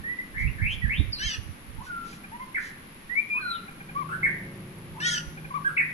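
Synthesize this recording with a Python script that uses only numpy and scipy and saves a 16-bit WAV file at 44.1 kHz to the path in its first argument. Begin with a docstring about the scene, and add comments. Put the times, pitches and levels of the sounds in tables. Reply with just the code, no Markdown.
"""A caged songbird sings beside a house: whistles, rising buzzy trills, high slides, chips and pips from
one voice of its syrinx, and two harsh calls from both voices at once. It rustles and lands on its perch.
A second bird slips in soft falling whistles. Walls throw the song back. An insect buzzes throughout,
wind bumps the right microphone at first, and a motorbike passes far away over a hush of traffic."""
import sys
import numpy as np
from scipy import signal
from scipy.fft import rfft, irfft
from scipy.io import wavfile

SR = 44100
rng = np.random.default_rng(int(sys.argv[2]) if len(sys.argv) > 2 else 0)


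def generate_wav(signal):
    """Clip the signal to [-1, 1] and save it as 16-bit WAV at the path in sys.argv[1]."""
    frames = np.transpose(np.atleast_2d(signal))
    scaled = np.clip(frames, -1, 1) * 32767
    pcm = np.round(scaled).astype(np.int16)
    wavfile.write(sys.argv[1], SR, pcm)


N = 261513
TIME = np.arange(N) / SR
BAND_LIMIT_HZ = 15400


def gain_of(db):
    """Decibels to amplitude."""
    return 10 ** (np.asarray(db) / 20)


def unit_rms(x):
    """Scales to rms 1."""
    return x / np.sqrt(np.mean(x ** 2) + 1e-20)


def value_at(points, hz):
    """Interpolates on a log-frequency axis."""
    f, value = np.transpose(points)
    return np.interp(np.log(hz + 1), np.log(f + 1), value)


def curves(rows):
    """Sample times and each interpolated column."""
    s, *columns = np.transpose(rows)
    t = np.arange(s[0], s[-1], 1 / SR)
    return t, *(np.interp(t, s, c) for c in columns)


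def add(mix, start_s, sound):
    """Mixes a sound in."""
    part = mix[..., max(round(start_s * SR), 0):][..., :sound.shape[-1]]
    part += sound[..., :part.shape[-1]]


def waver(size, hz):
    """Smooth random drift, rms 1, bandwidth about hz."""
    f = np.fft.rfftfreq(SR * 2, 1 / SR)
    drift = irfft(rfft(rng.standard_normal(SR * 2)) * np.exp(-(f / hz) ** 2))
    return np.resize(unit_rms(drift), size)


def noise(spectrum):
    """Noise of rms 1 shaped by (Hz, dB) points, rolled off above the last."""
    hz = np.fft.rfftfreq(2 ** 18, 1 / SR)
    shape = gain_of(value_at(spectrum, hz)) / (1 + (hz / (1.3 * spectrum[-1][0])) ** 8)
    return unit_rms(irfft(rfft(rng.standard_normal(2 ** 18)) * shape)[:N])


def phase_of(hz):
    """Running phase of a pitch curve."""
    return 2 * np.pi * np.cumsum(hz) / SR


def progress(length_s):
    """0 to 1 over a note."""
    return np.linspace(0, 1, int(length_s * SR))


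def arch_db(u, edge_db, crescendo_db=0):
    """Arched, tilted level contour."""
    return edge_db * (2 * u - 1) ** 2 + crescendo_db * (u - .5)


def envelope(db, ramp_s=.008):
    """Sine amplitude for an rms level curve, with soft ends."""
    return np.sqrt(2) * gain_of(db) * signal.windows.tukey(len(db), 2 * ramp_s * SR / len(db))


def panned(sound, pan_db):
    """Stereo; positive is left."""
    return np.outer(gain_of([pan_db / 2, -pan_db / 2]), sound)


# Each row: frequency in Hz, relative density in dB.
AIR_SPECTRUM = [(15, -46), (25, -17), (118, -15.5), (155, -7), (279, -13.5), (324, -9.5), (492, -18.5),
                (543, -10.5), (585, -19), (1140, -11), (1320, -14), (2160, -12), (8160, -34), (9000, -44.5),
                (11700, -101), (19800, -120)]
TRAFFIC_SPECTRUM = [(25, -0.5), (70, -6.5), (120, -3), (180, 2.5), (260, -2.5), (350, -8), (700, -20)]
# Each row: time in seconds, level in dB.
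TRAFFIC_LEVEL = [(0, -48.5), (1.3, -48.5), (1.7, -50.5), (2.1, -47), (2.5, -50.5), (2.85, -48.5),
                 (3.1, -52), (3.6, -48), (5.93, -51.5)]

def air(hush_db=-50.5, right_db=-.5):
    """Diffuse outdoor hush, with far traffic swelling in the centre."""
    hush = gain_of(hush_db) * np.array([noise(AIR_SPECTRUM), gain_of(right_db) * noise(AIR_SPECTRUM)])
    traffic_db = np.interp(TIME, *np.transpose(TRAFFIC_LEVEL))
    return hush + gain_of(traffic_db) * noise(TRAFFIC_SPECTRUM)


# Each row: frequency in Hz, relative density in dB.
INSECT_SPECTRUM = [(9300, -123), (9600, -12.5), (9900, -16), (10200, -16), (10600, -6), (11100, -3.5),
                   (11500, -10.5), (11900, -26), (12500, -48), (15000, -52)]

def insect(pulse_hz=133.7, db=-54.5, right_db=-2, scatter_db=-9):
    """Quick pulses of a high, narrow band over their own scattered echo."""
    pulses = unit_rms(np.exp(.9 * np.cos(2 * np.pi * pulse_hz * TIME)))
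    left, other = (pulses * noise(INSECT_SPECTRUM) + gain_of(scatter_db) * noise(INSECT_SPECTRUM)
                   for _ in range(2))
    right = -.6 * left + .8 * other
    return gain_of(db) * np.array([left, gain_of(right_db) * right])


# Each row: time in seconds, firing rate in Hz.
BIKE_FIRING = [(3.7, 25.5), (4.3, 27.1), (4.55, 27.55), (5.25, 26.2), (5.93, 25.6)]
# Each row: time in seconds, level in dB.
BIKE_LEVEL = [(3.7, -63), (4.0, -43.5), (4.3, -39), (4.6, -40), (4.9, -42), (5.25, -43.5), (5.55, -45),
              (5.93, -48)]
# Each row: frequency in Hz, relative gain in dB.
EXHAUST_RESPONSE = [(50, -10), (85, -22), (108, -3), (135, -3), (158, 9.5), (175, -19), (192, -0.5),
                    (250, -13.5), (320, -13), (355, -6), (410, -18), (465, -17.5), (515, -25), (550, -11),
                    (590, -27), (800, -12)]

def motorbike(roughness=.3, roar_db=-13):
    """Firing harmonics through a dull exhaust; the pitch rises, then sinks as it passes."""
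    out = np.zeros(N)
    t, db = curves(BIKE_LEVEL)
    firing_hz = np.interp(t, *np.transpose(BIKE_FIRING))
    phase = phase_of(firing_hz * (1 + .00019 * waver(len(t), 19)))
    harmonics = np.zeros(len(t))
    for k in range(2, 26):
        level = gain_of(value_at(EXHAUST_RESPONSE, k * firing_hz)) * (1 + roughness * waver(len(t), 17))
        harmonics += level * np.sin(k * phase + 2 * np.pi * rng.random())
    roar = gain_of(roar_db) * noise(EXHAUST_RESPONSE)[:len(t)]
    add(out, t[0], gain_of(db) * (unit_rms(harmonics) + roar))
    return out


# Each row: peak time in seconds, rise constant in seconds, level in dB.
GUSTS = [(0, .02, -37.5), (0.41, 0.043, -37.5), (0.472, 0.029, -18.5), (0.652, 0.035, -22),
         (0.776, 0.075, -35), (0.843, 0.0064, -18.5), (0.886, 0.0086, -27), (0.996, 0.014, -17),
         (1.085, 0.011, -29), (1.271, 0.029, -32), (1.39, 0.018, -33), (1.499, 0.032, -36.5),
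         (1.702, 0.029, -39.5), (1.792, 0.028, -35), (1.914, 0.024, -54), (2.329, 0.028, -59),
         (4.921, 0.049, -49), (5.102, 0.011, -53), (5.276, 0.0073, -37.5), (5.469, 0.076, -49)]
# Each row: frequency in Hz, relative density in dB.
WIND_SPECTRUM = [(12, -10), (20, -0.5), (48, 2.5), (101, 3.5), (229, -14.5), (428, -67), (1540, -120)]

def wind(left_db=-12, right_db=4, breeze_db=-70.5, decay_s=.023):
    """Puffs of turbulence over a faint breeze, uncorrelated between the microphones."""
    level = gain_of(breeze_db)
    for peak_s, rise_s, db in GUSTS:
        level += gain_of(db) * np.exp(-np.maximum((peak_s - TIME) / rise_s, (TIME - peak_s) / decay_s))
    return level * np.array([gain_of(db) * noise(WIND_SPECTRUM) for db in (left_db, right_db)])


# Each row: delay in seconds, left gain, right gain.
WALL_ECHOES = [(.00225, 1, 1), (.0038, 0.045, 0.07), (.0049, 0.36, -0.36), (.0084, 0.0035, -0.12),
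               (0.0093, 0.043, 0.034), (0.014, 0.57, -0.037), (.017, -0.094, 0.23), (0.021, 0.22, 0.76),
               (0.025, 0.43, 0.79)]
# Each row: frequency in Hz, T60 in seconds.
YARD_T60 = [(500, 1), (1500, 0.69), (3000, 0.49), (6000, 0.61), (12000, 0.35)]

def yard(dry, wet_db, echo_db, right_lag_s=.00032):
    """Direct sound, left microphone first; then near walls, ground and a diffuse tail."""
    taps = np.zeros((2, SR))
    slots = np.arange(300, SR - 20, 20)
    at = slots + rng.integers(0, 20, (2, len(slots)))
    np.put_along_axis(taps, at, rng.choice([-1., 1.], at.shape), 1)
    hz, t, spectra = signal.stft(taps, SR, nperseg=256)
    decay = gain_of(-60 * t / value_at(YARD_T60, hz)[:, None])
    eaves_scatter = 1 + .32 * np.exp(-t / .06)
    response = signal.istft(spectra * decay * eaves_scatter, SR, nperseg=256)[1]
    midband_rms = np.sqrt(np.mean(abs(rfft(response)[:, 1000:3500]) ** 2))
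    response *= gain_of(wet_db) / midband_rms
    response[0, 0] += 1
    response[1, round(right_lag_s * SR)] += 1
    for delay_s, *gains in WALL_ECHOES:
        response[:, round(delay_s * SR)] += gain_of(echo_db) * np.array(gains)
    return signal.fftconvolve(np.atleast_2d(dry), response, axes=1)[:, :N]


def syrinx(hz, overtone_db):
    """A near-sine; the throat favours overtones near 2 and 8.4 kHz."""
    throat_hz_db = [(1700, 22), (2300, 19), (2900, 7), (4500, -7), (6800, -6),
                    (7600, 2), (8100, 17), (8700, 19), (9400, 0), (11000, -14)]
    phase = phase_of(hz)
    sound = np.sin(phase)
    for k in range(2, 7):
        level = 2 / k * gain_of(overtone_db + value_at(throat_hz_db, k * hz))
        sound += level * np.sin(k * phase) * (k * hz < BAND_LIMIT_HZ)
    return sound


def note(hz, db, jitter, overtone_db):
    """One gliding note with a random tremble in pitch."""
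    return envelope(db) * syrinx(hz * (1 + jitter * waver(len(hz), 250)), overtone_db)


# Each row: start in seconds, grace pitch in Hz, grace level in dB, whistle delay in seconds,
# whistle first and last pitch in Hz, whistle level in dB.
ANSWERS = [(1.775, 900, -48, 0.085, 1520, 1352, -38.5), (3.338, 1000, -45, 0.055, 1650, 1335, -35.5),
           (4.94, 888, -48.5, 0.078, 1484, 1412, -38.5)]

def second_bird(grace_s=.058, flick=.563, fall_s=.23, settle_s=.055, overtone_db=-46):
    """A husky grace note flicks upward, then a soft whistle sinks and settles."""
    out = np.zeros(N)
    for start_s, grace_hz, grace_db, delay_s, first_hz, last_hz, whistle_db in ANSWERS:
        u = progress(grace_s)
        hz = grace_hz * (1 + flick * u ** 5)
        db = grace_db + arch_db(u, edge_db=-4.5, crescendo_db=16)
        add(out, start_s, note(hz, db, jitter=.06, overtone_db=overtone_db))
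        u = progress(fall_s)
        hz = last_hz + (first_hz - last_hz) * np.exp(-u * fall_s / settle_s)
        db = whistle_db + arch_db(u, edge_db=-12.5, crescendo_db=-7.5)
        add(out, start_s + delay_s, note(hz, db, jitter=.008, overtone_db=overtone_db))
    return out


def landing(start_s=1.002, db=-27, rise_s=.0022, decay_s=.013):
    """A dull knock as the bird drops back on its perch."""
    out = np.zeros(N)
    t = np.arange(SR // 4) / SR
    thud = noise([(80, -23), (260, 5.5), (420, -11), (700, -57)])[:len(t)]
    add(out, start_s, gain_of(db) * (1 - np.exp(-t / rise_s)) * np.exp(-t / decay_s) * thud)
    return out


# Each row: start in seconds, length in seconds, level in dB.
RUSTLES = [(0.367, 0.088, -58.5), (0.687, 0.081, -53.5), (1.806, 0.11, -56.5), (1.999, 0.22, -54),
           (2.562, 0.18, -53)]

def rustles():
    """Short soft swishes of feathers."""
    level = np.zeros(N)
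    for start_s, length_s, db in RUSTLES:
        add(level, start_s, gain_of(db) * np.hanning(int(length_s * SR)))
    return level * noise([(1000, 7.5), (3500, 21), (6000, 19.5), (8500, 11), (14000, -27)])


# Each row: start in seconds, level in dB.
PIPS = [(2.122, -48), (2.235, -44.5), (3.678, -44), (3.8, -44.5), (3.886, -43.5), (5.37, -44.5),
        (5.442, -43)]

def pips(pitch_hz=815, length_s=.0231):
    """Tiny arched notes, beak nearly shut: harmonics 2 and 3 lead."""
    out, u = np.zeros(N), progress(length_s)
    phase = phase_of(pitch_hz * (1 - .715 * (u - .5) ** 2))
    pip = np.sin(np.pi * u) * (.45 * np.sin(phase) + 1.1 * np.sin(2 * phase) + np.sin(3 * phase))
    for start_s, db in PIPS:
        add(out, start_s, np.sqrt(2) * gain_of(db) * pip)
    return out


# Each row: start in seconds, length in seconds, first, top and last pitch in Hz, level in dB,
# flutter as share of pitch, pan in dB.
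CHIPS = [(2.541, 0.05, 1660, 2070, 1480, -28, 0.06, -1.5), (4.225, 0.052, 2080, 2130, 1500, -22, 0.015, -1),
         (5.763, 0.056, 2120, 2310, 1560, -21.5, 0.015, 1)]

def chips(flutter_hz=75, top_at=.33):
    """Loud fluttering notes that close a phrase: a brief lift, then a plunge."""
    out = np.zeros((2, N))
    for start_s, length_s, first_hz, top_hz, last_hz, db, flutter, pan_db in CHIPS:
        u = progress(length_s)
        end_hz = np.where(u < top_at, first_hz, last_hz)
        hz = top_hz + (end_hz - top_hz) * np.interp(u, [0, top_at, 1], [1, 0, 1]) ** 2
        hz *= 1 - flutter * np.cos(2 * np.pi * flutter_hz * length_s * u)
        chip = note(hz, db + arch_db(u, edge_db=-7), jitter=.06, overtone_db=-48)
        add(out, start_s, panned(chip, pan_db))
    return out


# Each row: start in seconds, length in seconds, first, middle and last pitch in Hz, level in dB,
# crescendo in dB, pan in dB, overtone level before the throat in dB.
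WHISTLES = [ (0.034, 0.11, 1757, 1934, 1954, -31, 6, -4.5, -56),
            (0.184, 0.04, 2000, 2015, 2090, -31.5, -21, 2.5, -56),
            (0.815, 0.052, 1918, 1896, 1550, -31.5, 0, -7.5, -56),
            (2.314, 0.057, 817, 940, 957, -40, 5, 0, -30), (2.392, 0.057, 938, 1046, 990, -38, 1, 1, -29.5),
            (2.469, 0.045, 992, 1026, 990, -50.5, -5, -3, -45),
            (3.091, 0.063, 1820, 1961, 2026, -33.5, 3, -13, -58),
            (3.147, 0.061, 2065, 2260, 2412, -23.5, 16, 7, -64),
            (3.296, 0.1, 2397, 2419, 2533, -25.5, 1.5, 2.5, -61),
            (3.515, 0.089, 3430, 3050, 2670, -53, 2, -3, -48.5),
            (3.946, 0.035, 1105, 1103, 1150, -33.5, 8, -3, -42),
            (3.957, 0.08, 1072, 1182, 975, -32, 0, 13.5, -37.5),
            (5.503, 0.032, 1200, 1032, 970, -37.5, -17, 2.5, -36),
            (5.537, 0.051, 1020, 1188, 903, -30, -6, 11.5, -37),
            (5.642, 0.046, 1502, 1630, 1570, -23, 9, -3.5, -40.5), ]

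def whistles(edge_db=-4.5, jitter=.005):
    """Near-pure notes, each bending smoothly through three pitches."""
    out = np.zeros((2, N))
    for start_s, length_s, *pitches_hz, db, crescendo_db, pan_db, overtone_db in WHISTLES:
        u = progress(length_s)
        hz = np.polyval(np.polyfit([0, .5, 1], pitches_hz, 2), u)
        whistle = note(hz, db + arch_db(u, edge_db, crescendo_db), jitter, overtone_db)
        add(out, start_s, panned(whistle, pan_db))
    return out


# One list per glide. Each row: time in seconds, pitch in Hz, level in dB, buzz as share of pitch.
TRILLS = [
    [(0.333, 1697, -55, 0.079), (0.366, 1846, -35.5, 0.06), (0.38, 2050, -31.5, 0.082),
     (0.445, 2198, -35.5, 0.061), (0.465, 2310, -44, 0.045), (0.48, 2650, -39.5, .06),
     (0.502, 2760, -58, 0.038)],
    [(0.578, 1710, -44, .06), (0.608, 1712, -39, 0.068), (0.625, 2136, -34.5, 0.073),
     (0.67, 2390, -27.5, 0.061), (0.695, 2746, -37, 0.065), (0.735, 3270, -35.5, 0.045),
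     (0.754, 3400, -55, 0.053)],
    [(0.858, 1700, -44, 0.09), (0.892, 1839, -36.5, .08), (0.904, 2087, -28.5, 0.068),
     (0.925, 2332, -28, 0.049), (0.95, 2790, -39, 0.1), (0.985, 3625, -41, 0.038),
     (1.008, 3790, -45, 0.012)],
    [(4.08, 1272, -44, 0.18), (4.11, 1331, -39, 0.031), (4.13, 1513, -32, 0.096),
     (4.16, 1543, -37.5, 0.038)],
    [(5.682, 1530, -29, 0.074), (5.716, 1315, -46.5, 0.075)],
]
HIGH_SLIDES = [
    [(1.118, 5300, -52, 0.031), (1.133, 4760, -26.5, 0.037), (1.15, 4620, -35, 0.056),
     (1.165, 4230, -42, 0.054), (1.203, 4120, -41, 0.031)],
    [(3.404, 4220, -50, 0.0047), (3.495, 4090, -44.5, 0.03), (3.515, 4010, -30, 0.017),
     (3.535, 3845, -43.5, 0.022), (3.558, 3660, -40, .04), (3.576, 3240, -55, 0)],
]
# Each row: pitch in Hz, overtone level before the throat in dB.
GLIDE_OVERTONES = [(1500, -34), (1800, -56), (2400, -66), (3300, -47), (4200, -38)]

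def buzzy_glides(glides, pulse_hz=105, throb=3, jitter=.15, unevenness=.12):
    """Unbroken glides; pitch and level swing once per buzz pulse."""
    out = np.zeros(N)
    for glide in glides:
        t, hz, db, buzz = curves(glide)
        beat = phase_of(pulse_hz * (1 + unevenness * waver(len(t), 83)))
        hz = hz * (1 + buzz * (np.cos(beat) + jitter * waver(len(t), 360)))
        level = envelope(db) * (1 + throb * buzz * np.sin(beat))
        add(out, t[0], level * syrinx(hz, value_at(GLIDE_OVERTONES, hz)))
    return out


# One list per call. Each row: time in seconds, low and high voice in Hz, level in dB,
# low voice lift in dB, roughness.
HARSH_CALLS = [
    [(1.178, 1475, 2767, -41, -12, 0.23), (1.2, 1533, 2850, -28.5, 2, 0.42),
     (1.228, 1744, 3040, -24.5, 2.5, 0.42), (1.246, 1830, 3140, -25, -0.5, 0.05),
     (1.27, 1810, 3222, -21.5, -8, 0.3), (1.3, 1664, 3004, -25.5, -3, 0.58),
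     (1.316, 1618, 2860, -20.5, -14, 0.35), (1.332, 1600, 2994, -27, -10, 0.43),
     (1.343, 1544, 2766, -20.5, -15, 0.6), (1.37, 1530, 2910, -35, -23, 0.6)],
    [(4.997, 1535, 2758, -32, 3, 0.56), (5.02, 1802, 2930, -28, 4, 0.36), (5.045, 1856, 3106, -23, 3, 0.38),
     (5.075, 1893, 3374, -16.5, 3.5, 0.39), (5.1, 1828, 3240, -18.5, -9, 0.18),
     (5.125, 1693, 3254, -20.5, -5, 0.9), (5.165, 1727, 3065, -26.5, 0.5, 1.04),
     (5.18, 1552, 2880, -22, -8, 1.17), (5.194, 1460, 2700, -19, -2, 0.8)],
]
# Each row: multiple of the low voice, multiple of the high voice; they sum to one tone.
TONE_MULTIPLES = [(1, 0), (0, 1), (0, 2), (1, 1), (2, 0), (-1, 1), (-1, 2), (3, -1), (-2, 2), (4, -1),
                  (3, 0), (1, 2), (0, 3), (2, 1), (0, 4), (-2, 3)]
# Each row: one call's relative levels of those tones in dB.
TONE_LEVELS_DB = [
    [-1.5, 1.5, -1, -7, -27, -21, -10, -7, -10, -5, -5, -33, -33, -18, -47, -9],
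    [1, 2, -3.5, -9, -10, -25, -10, -12, -11, -9, -5.5, -27, -27, -14, -42, -8],
]
# Each row: frequency in Hz, gain of the wide-open throat in dB.
OPEN_THROAT = [(1000, -8.5), (6500, -18), (6900, -30), (7500, 0), (8100, 0.5), (9000, -15.5), (10000, -6.5),
               (15000, -9)]

def harsh_calls(jitter=.024, fray_hz=110, hiss_db=-15, spurt_depth=.7, spurt_hz=170, release_s=.012):
    """Both sides of the syrinx couple into sum and difference tones, fraying under spurts of hiss."""
    out = np.zeros(N)
    hiss = noise([(1000, -7), (2600, -8), (3700, -7), (4600, -1), (5300, -3), (6000, 18), (6500, -22),
                  (7100, -7), (8200, .5), (9000, -14), (9800, -16.5), (12000, -22), (15000, -14)])
    for call, tones_db in zip(HARSH_CALLS, TONE_LEVELS_DB):
        t, low_hz, high_hz, db, lift_db, roughness = curves(call)
        low_phase, high_phase = (phase_of(hz * (1 + jitter * roughness * waver(len(t), fray_hz)))
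                                 for hz in (low_hz, high_hz))
        spurts = unit_rms(np.exp(spurt_depth * waver(len(t), spurt_hz)))
        sound = gain_of(hiss_db) * roughness ** 2 * hiss[:len(t)] * spurts
        for (m, n), tone_db in zip(TONE_MULTIPLES, tones_db):
            throat_db = value_at(OPEN_THROAT, m * low_hz + n * high_hz)
            level = gain_of(tone_db + throat_db + lift_db * m * (n == 0 and m <= 2))
            fray = roughness * {(1, 0): .2, (0, 1): .55}.get((m, n), 1.1)  # fundamentals fray least
            flutter = 1 + fray * (waver(len(t), fray_hz) + 1j * waver(len(t), fray_hz))
            phase = m * low_phase + n * high_phase + 2 * np.pi * rng.random()
            sound += level * (flutter * np.exp(1j * phase)).real / np.sqrt(1 + 2 * fray ** 2)
        release = np.minimum(1, (t[-1] - t) / release_s)
        add(out, t[0], envelope(db) * release * sound)
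    return out


def scene():
    """Both birds in the yard over the outdoor background."""
    outward = whistles() + buzzy_glides(HIGH_SLIDES) + pips()
    birds = yard(outward, wet_db=-9.5, echo_db=-16)  # aimed outward: mostly direct
    birds += yard(harsh_calls() + rustles(), wet_db=-11, echo_db=-7)
    birds += yard(chips(), wet_db=-1, echo_db=-4.5)
    birds += yard(buzzy_glides(TRILLS), wet_db=-2.5, echo_db=-4.5)  # facing the house: more wall
    birds += yard(second_bird(), wet_db=-4, echo_db=-3)
    return birds + landing() + wind() + motorbike() + insect() + air()


def record(dry):
    """Low-pass at the band limit."""
    lowpass = signal.firwin(511, BAND_LIMIT_HZ, window=("kaiser", 9), fs=SR)
    return signal.oaconvolve(dry, lowpass[None], "same")


dry = scene()
out = record(dry)
generate_wav(out)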